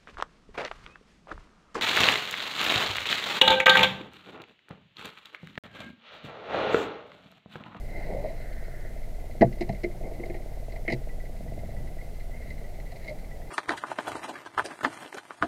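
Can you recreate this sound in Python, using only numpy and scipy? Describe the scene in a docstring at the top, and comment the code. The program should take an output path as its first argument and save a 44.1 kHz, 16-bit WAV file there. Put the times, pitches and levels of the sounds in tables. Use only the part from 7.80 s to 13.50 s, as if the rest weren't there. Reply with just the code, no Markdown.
"""An idling outboard throbs and puffs once a turn on a lake, heard from inside a sealed plastic case.
A float comes dripping out of the water with gulps of air, drops on the deck and bounces; gear knocks and scrapes.
The throb is a sum of multiples of the turn rate, puffs and rattle are gated noise, and blows ring hull modes.
Narrow high rings and a loose metal fitting are noise-driven modes, gulps are short sliding tones.
Underneath, banded noise swells as wind, wash, handling rubs and spray, and the microphone hisses steadily."""
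import sys
import numpy as np
from scipy import signal
from scipy.fft import rfft, irfft
from scipy.io import wavfile
from scipy.ndimage import uniform_filter1d

SR = 44100
rng = np.random.default_rng(int(sys.argv[2]) if len(sys.argv) > 2 else 0)


def wrap_up_sound(samples):
    """Save the sound to the file named by the first command line argument, as 16-bit audio."""
    columns = np.atleast_2d(samples).T
    # keep every value between -1 and 1, then stretch to whole-number steps
    tamed = np.clip(columns, -1, 1)
    steps = np.round(tamed * 32767).astype(np.int16)
    wavfile.write(sys.argv[1], SR, steps)


def undo_db(level):
    """Turn decibels back into plain size, where 20 dB means ten times bigger."""
    steps = np.asarray(level, float) / 20
    return 10 ** steps


N = 251370
T = np.arange(N) / SR
RISE_S = 0.001247  # build-up of a contact

# What passes the sealed case: (frequency [Hz], level [dB])
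CASE = [(20, 10), (500, 0.5), (680, 3.5), (800, -3.5), (1000, -14), (1300, -25.5), (1700, -21.5),
        (1900, -9), (2060, -1), (2200, -9.5), (2400, -17.5), (3000, -27), (3500, -37.5), (4000, -19.5),
        (4700, -25), (5900, -36), (6400, -34.5), (8000, -44), (16000, -49)]


def curves(table):
    """The columns of a table as sample-by-sample curves."""
    s, *columns = np.transpose(table)
    return [np.interp(T, s, c) for c in columns]


def colour(x, points):
    """Causal filter through (Hz, dB) points, built from the cepstrum of the log gain."""
    hz, db = np.transpose(points)
    size = 4096
    grid = np.arange(size // 2 + 1) * SR / size + 1
    log_gain = np.interp(np.log(grid), np.log(hz), db) * np.log(10) / 20
    cepstrum = irfft(log_gain)
    # fold the second half onto the first: minimum phase
    cepstrum[1:size // 2] *= 2
    cepstrum[size // 2 + 1:] = 0
    impulse = irfft(np.exp(rfft(cepstrum)))
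    return signal.fftconvolve(x, impulse)[:len(x)]


def band(x, lo_hz, hi_hz):
    """Steep band-pass: the same filter twice."""
    sos = signal.butter(2, [lo_hz, hi_hz], "band", fs=SR, output="sos")
    return signal.sosfilt(np.vstack([sos, sos]), x)


def ring(x, hz, t60):
    """One decaying mode, driven by x; t60 in seconds."""
    pole = np.exp(2j * np.pi * hz / SR - np.log(1000) / (t60 * SR))
    return signal.lfilter([1], [1, -pole], x).imag


def unit(x):
    """Scale to rms 1."""
    return x / np.sqrt(np.mean(x ** 2))


def walk(rate):
    """Random levels held 1 / rate s and slewed twice; spread 1."""
    k = int(SR / rate)
    steps = np.repeat(rng.standard_normal(N // k + 1), k)
    smooth = uniform_filter1d(uniform_filter1d(steps, k), k)
    return unit(smooth[:N])


def add(out, s, sound, peak_db):
    """Mix a short sound in at time s with the given peak."""
    i = int(s * SR)
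    scaled = undo_db(peak_db) * sound / np.abs(sound).max()
    out[i:i + len(sound)] += scaled[:N - i]


def swells(calm_db, events, gain_db=0, pace=1):
    """A calm level in dB with events on top; each climbs, holds from its time on and sinks."""
    climb_db_per_s, sink_db_per_s = 95, 87  # at pace 1
    power = undo_db(calm_db) ** 2
    for s, hold, db in events:
        climb = climb_db_per_s * np.maximum(s - T, 0)
        sink = sink_db_per_s * np.maximum(T - s - hold, 0)
        power = power + undo_db(db + gain_db - pace * (climb + sink)) ** 2
    return 10 * np.log10(power)


def motor():
    """Low multiples of the turn rate shake the hull; each turn gives an exhaust puff and, a little later, a rattle."""
    # Motor idle: (time [s], speed [turns per second])
    idle_speed = [(0.0, 17.74), (0.475, 17.93), (0.95, 17.76), (1.425, 18.04), (1.9, 18.39), (2.375, 17.72),
                  (2.85, 17.96), (3.325, 18.02), (3.8, 17.54), (4.275, 18.45), (4.75, 18.31),
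                  (5.225, 17.96), (5.7, 18.05)]
    # Hull shake before the overall lift and fade: (multiple of the turn rate [-], level [dB rms])
    throb_partials = [(1, -37), (2, -41), (3, -51.5), (4, -52.5), (5, -56), (6, -58.5), (7, -55), (8, -62),
                      (9, -60.5), (11, -70), (13, -63)]
    # Motor effort: (time [s], exhaust puff level [dB])
    effort = [(0, -58), (.55, -52), (1.0, -53), (1.3, -55), (1.8, -49.5), (2.4, -55), (2.9, -49),
              (3.3, -51.5), (3.55, -54), (3.75, -43), (4, -55.5), (5.7, -56.5)]
    start_turn = 0.14
    turn = start_turn + np.cumsum(curves(idle_speed)[0]) / SR

    # lifted 1.5 dB, fading by 1.6 dB per second from 3.5 s on
    throb_db = 1.5 - 1.6 * np.maximum(T - 3.5, 0)
    throb = 0
    for k, db in throb_partials:
        # higher multiples come through the hull ever later in the turn and drift a little
        lag = (k - 1) * (0.38 + 1.22 * (k - 1) + 0.08 * walk(5))
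        level = undo_db(db + (1.6 + 0.13 * k) * walk(15))
        throb = throb + level * np.sqrt(2) * np.cos(2 * np.pi * k * turn - lag)

    # each turn has its own strength: column 0 for the puff, column 1 for the rattle
    strength = undo_db(rng.standard_normal((200, 2)) * [1.5, 3.5])

    def gate(column, at, fade):
        """Sudden onset at one point of each turn, then a decay; at and fade in turns."""
        since = turn - at
        return strength[since.astype(int) + 1, column] * np.exp(-(since % 1) / fade)

    # a firm push of gas with some roughness
    burst = gate(0, 0.87, 0.044) * (9 + rng.standard_normal(N))
    gas = band(burst, 272, 1350)
    puff = colour(ring(gas, 633.0, 0.024) + 0.1 * ring(gas, 501, 0.17), CASE)

    rough = gate(1, 0.094, 0.36) * rng.standard_normal(N)
    rattle = colour(band(rough, 1830, 5600), CASE)
    return undo_db(throb_db) * throb + undo_db(curves(effort)[0]) * unit(puff) + undo_db(-63.5) * unit(rattle)


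def knocks():
    """A short rough contact clicks and rings the hull; where it lands decides which modes answer."""
    # Blows on deck and hull: (time [s], click peak [dB], brightness against the click [dB],
    # thud peak [dB], pitch of the struck panel above panel_hz [octaves])
    blows = [(1.6105, -24, -16, -6, -0.3), (1.6174, -25, -12, -8, 1), (1.6207, -43, -19, -18, 0.77),
             (1.6235, -45, -45, -7, 0.98), (1.6307, -43, -24.5, -19, 0.11), (1.6432, -41, -14, -18, -1.7),
             (1.6688, -66, -12, -22.5, -0.57), (1.725, -42, -9, -33, -0.23), (1.8085, -33, -6, -20, 0.05),
             (1.8115, -39, 1, -30, 1.3), (1.8218, -34, -9, -30, -0.9), (1.8905, -35, -10, -19, -0.9),
             (1.8925, -51, -11, -25, 1.2), (1.926, -44, -6, -34, 0.1), (2.0335, -37, -8, -27, 0.8),
             (2.039, -32.5, -9, -18, 0.3), (2.0558, -53, -19, -32, 0.27), (2.206, -55, -19, -38, 0.7),
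             (2.2343, -51, -19, -31, 0.3), (2.2692, -49, -8, -31, 0.45), (2.312, -52, -15, -33, 0.6),
             (2.397, -43, -22, -27, 0.1), (2.4349, -46, -20, -34, 0.24), (2.457, -47, -4, -31, 0.9),
             (2.498, -42, -21, -27, 0.2), (2.5424, -39, -17, -28.5, 0.97), (2.558, -51, -20, -33.5, -0.16),
             (2.921, -43.5, -8, -40, 0.31), (2.9603, -37.5, -17, -36.5, 1.33), (3.053, -46, -20, -56, 0.94),
             (3.0787, -27, -17, -23.5, 0.34), (3.088, -30, -20, -27, 0.12), (3.1006, -27, -13, -29, 1.24),
             (3.109, -32, -11, -28, -0.9), (3.1222, -24.5, -9, -22, 0.9), (3.126, -45, -1, -20, -0.05),
             (3.133, -31, -6, -25, -1.3), (3.145, -52, -5, -32, 0.16), (4.703, -42, -5, -52, -0.32),
             (4.808, -56, -9, -37, 0.8), (5.0, -43, -7, -53, 0.48), (5.119, -45, -5, -44, 1.1),
             (5.159, -45, -5, -41, 0.95), (5.245, -48.5, -2, -41, 0.99), (5.279, -41, -3, -36, 0.85),
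             (5.2949, -44, -1, -47, -0.43)]
    # Hull modes: (frequency [Hz], level [dB], t60 [s])
    hull_modes = [(129, 3, 0.22), (195, 1, 0.2), (237, -0.5, 0.12), (301, -2, 0.073), (351, 2.5, 0.15),
                  (410, -1, 0.09), (478, -4, 0.1), (535.6, -12, 0.1), (611, -5.5, 0.06), (666, 3.5, 0.055),
                  (800, -8, 0.06), (870, -2, 0.06), (965, -4, 0.05), (1155, -6, 0.1)]
    contact_s, soft_s_per_db = 0.0058, 0.00018  # clicks softer than -25 dB last longer
    panel_hz, panel_db, panel_t60_s = 357, 4.5, 0.017  # the dull, short ring of the struck spot
    panel_fall_db = -14  # for modes one octave off the panel's pitch
    place_db = 2  # random spread of the modes from blow to blow
    slap_db, snap_db = -31, -11  # broad slap against the thud; topmost snap against the brightness
    scrape = 0.15

    out, t = np.zeros(N), T[:SR // 3]
    rough = rng.standard_normal((len(blows), len(t)))
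    place = rng.standard_normal((len(blows), len(hull_modes)))
    for (s, click_db, bright_db, thud_db, octaves), noise, share in zip(blows, rough, place):
        contact = contact_s + soft_s_per_db * max(-25 - click_db, 0)
        rise = RISE_S * contact / contact_s
        push = noise * np.minimum(t / rise, 1) * np.exp(-t / contact)
        click = push[:SR // 10]
        start = s - RISE_S
        add(out, start, colour(band(click, 1550, 3200), CASE), click_db)
        add(out, start, colour(band(click, 1314, 1760), CASE), thud_db + slap_db)
        add(out, start, colour(band(click, 3000, 5800), CASE), click_db + bright_db)
        add(out, start, colour(band(click, 5800, 12000), CASE), click_db + bright_db + snap_db)

        # one firm push, then the scrape of the contact
        blow = np.exp(-(t - RISE_S) ** 2 / 0.00006 ** 2) + scrape * push
        thud = undo_db(panel_db) * ring(blow, panel_hz * 2 ** octaves, panel_t60_s)
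        for k, ((hz, db, t60), spread) in enumerate(zip(hull_modes, share)):
            off_pitch = np.log2(hz / panel_hz) - octaves
            level = undo_db(db + place_db * spread + panel_fall_db * off_pitch ** 2)
            # neighbouring modes answer with opposite sign
            thud = thud + (-1) ** k * level * ring(blow, hz, t60)
        add(out, start, colour(band(thud, 45, 1300), CASE), thud_db)
    return out


def high_rings():
    """Held noise drives one narrow high mode: the ring of the knocks' clicks, and a few longer scrapes of gear."""
    # Click rings and scrapes: (time [s], hold [s], peak [dB], frequency [Hz])
    rings = [(1.611, 0.009, -21, 1880), (2.04, 0.0048, -26, 2146), (2.24, 0.018, -45, 2150),
             (2.432, 0.005, -35, 2140), (3.079, 0.007, -23, 2090), (4.208, .01, -43, 2090),
             (4.53, .08, -45.5, 2080), (4.703, .012, -40, 2040), (5.276, 0.007, -34, 2180),
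             (5.29, 0.017, -37, 2150)]
    fade_s, t60_s = 0.0054, 0.014
    out, t = np.zeros(N), T[:SR // 4]
    rough = rng.standard_normal((len(rings), len(t)))
    for (s, hold, peak_db, hz), noise in zip(rings, rough):
        drive = np.minimum(t / RISE_S, 1) * np.exp(-np.maximum(t - hold, 0) / fade_s)
        once = ring(noise * drive, hz, t60_s)
        add(out, s, ring(once, hz, t60_s), peak_db)
    return out


def gulps():
    """Each gulp of air is a short tone that slides up as the bubble leaves."""
    # Air gulps in the float's neck: (time [s], peak [dB], frequency at the onset [Hz])
    bubbles = [(0.295, -40, 402), (0.33, -34, 552), (0.347, -24, 544), (0.366, -27, 585), (0.384, -35, 558),
               (0.438, -34, 432), (0.439, -30.5, 590), (0.447, -23.5, 594), (0.457, -25.5, 626),
               (0.469, -35, 540), (0.499, -34, 634), (5.291, -38, 603), (5.305, -36.5, 556),
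               (5.317, -31.5, 587)]
    out, t = np.zeros(N), T[:SR // 8]
    for s, peak_db, hz in bubbles:
        # time scale 6.9 ms at -26.5 dB; softer gulps last longer, by 1 ms per dB
        scale_ms = max(6.9 - 1 * (peak_db + 26.5), 3)
        u = t * 1000 / scale_ms
        tone = np.sin(2 * np.pi * hz * t * (1 + 0.0084 * u))
        add(out, s, u * np.exp(-2 * u) * tone, peak_db)
    return out


def fitting():
    """A loose metal fitting, set off by the motor's shake: a short noisy tap rings one thin mode."""
    # Tinks of the fitting: (time [s], peak [dB])
    tinks = [(3.2904, -45), (3.3997, -46), (3.4545, -53), (3.5663, -51), (3.6775, -51), (3.906, -52.5),
             (3.9629, -44.5), (4.0736, -51.5), (4.1849, -44.5), (4.4034, -44.5), (4.5116, -51),
             (4.6214, -47), (4.8414, -48), (5.0584, -49.5), (5.5089, -47), (5.6161, -47.5)]
    out, t = np.zeros(N), T[:SR // 3]
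    rough = rng.standard_normal((len(tinks), len(t)))
    for (s, peak_db), noise in zip(tinks, rough):
        tap = noise * t * np.exp(-t / 0.002)
        add(out, s, ring(tap, hz=1973, t60=0.16), peak_db)
    return out


def wind_and_water():
    """Wind and rubs on the case rumble, wash gurgles on the hull, spray hisses with scattered droplets."""
    # Wind gusts on the case: (time [s], hold [s], level [dB])
    gusts = [(3.636, 0.38, -39), (4.656, 0.15, -47), (5.29, 0.056, -46)]
    # Low rumbling wash swells, water on the hull early, handling rubs on the case later:
    # (time [s], hold [s], level [dB])
    low_swells = [(0.15, 0.09, -45.5), (0.31, 0.033, -41.5), (0.33, 0.14, -42.5), (1.807, .04, -49),
                  (2.24, 0.05, -45.5), (2.407, 0.026, -45.5), (2.504, 0.068, -50.5), (3.698, 0.3, -54),
                  (5.594, .1, -50.5)]
    # Spray thrown up: (time [s], hold [s], level [dB])
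    sprays = [(.11, 0.08, -54.5), (0.243, 0.02, -53.5), (.32, 0.31, -56), (1.796, 0.23, -66),
              (2.362, 0.22, -61.5), (4.682, 0.082, -57.5), (5.255, 0.017, -54)]
    # Water streaming off the lifted float: (time [s], hold [s], level [dB])
    streams = [(0.19, 0.063, -55), (0.632, 0.43, -55.5)]
    # A narrow whistling hiss as the float leaves the water: (time [s], hold [s], level [dB])
    whistles = [(0.138, 0.056, -47)]

    # the low swells rumble too, 3 dB down, in the band of the wind
    wind_db = swells(swells(-50.5, gusts, pace=1.6), low_swells, gain_db=-3)
    wind = band(rng.standard_normal(N), 34, 244) * undo_db(0.92 * walk(18))
    wash = band(rng.standard_normal(N), 246, 1250) * undo_db(1.0 * walk(30))
    # about 500 droplets per second
    drops = (rng.random(N) < 500 / SR) * rng.standard_normal(N) * 6
    spray = band(rng.standard_normal(N) + drops, 1350, 6200) * undo_db(1.7 * walk(25.11))
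    stream = band(rng.standard_normal(N) + drops, 1310, 1870)
    buffet = band(rng.standard_normal(N), 5.9, 36.7)
    whistle = ring(rng.standard_normal(N), hz=2060, t60=0.036)
    layers = [(wind, wind_db),
              (wash, swells(-51.5, low_swells)),
              (spray, swells(-66, sprays, pace=1.4)),
              (stream, swells(-94, streams)),
              (buffet, -41.5 - 0.79 * T),
              (whistle, swells(-90, whistles, pace=2.5))]
    return sum(undo_db(db) * unit(colour(x, CASE)) for x, db in layers)


def scene():
    """Everything as it reaches the inside of the case."""
    return (motor() + knocks() + high_rings() + gulps() + fitting() + wind_and_water())[None]


def roll_off(x):
    """The treble ends steeply here."""
    return signal.sosfilt(signal.butter(12, 15810, fs=SR, output="sos"), x)


def record(dry):
    """The microphone adds its own steady hiss."""
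    # Colour of the hiss: (frequency [Hz], relative density [dB per Hz])
    hiss_colour = [(100, 15), (900, 3.5), (1500, 7), (3000, 2), (5000, 1), (8000, -0.5), (14000, -1),
                   (16000, -7)]
    hiss = undo_db(-58.5) * unit(colour(rng.standard_normal(N), hiss_colour))
    return roll_off(dry + hiss)


dry = scene()
out = record(dry)
wrap_up_sound(out)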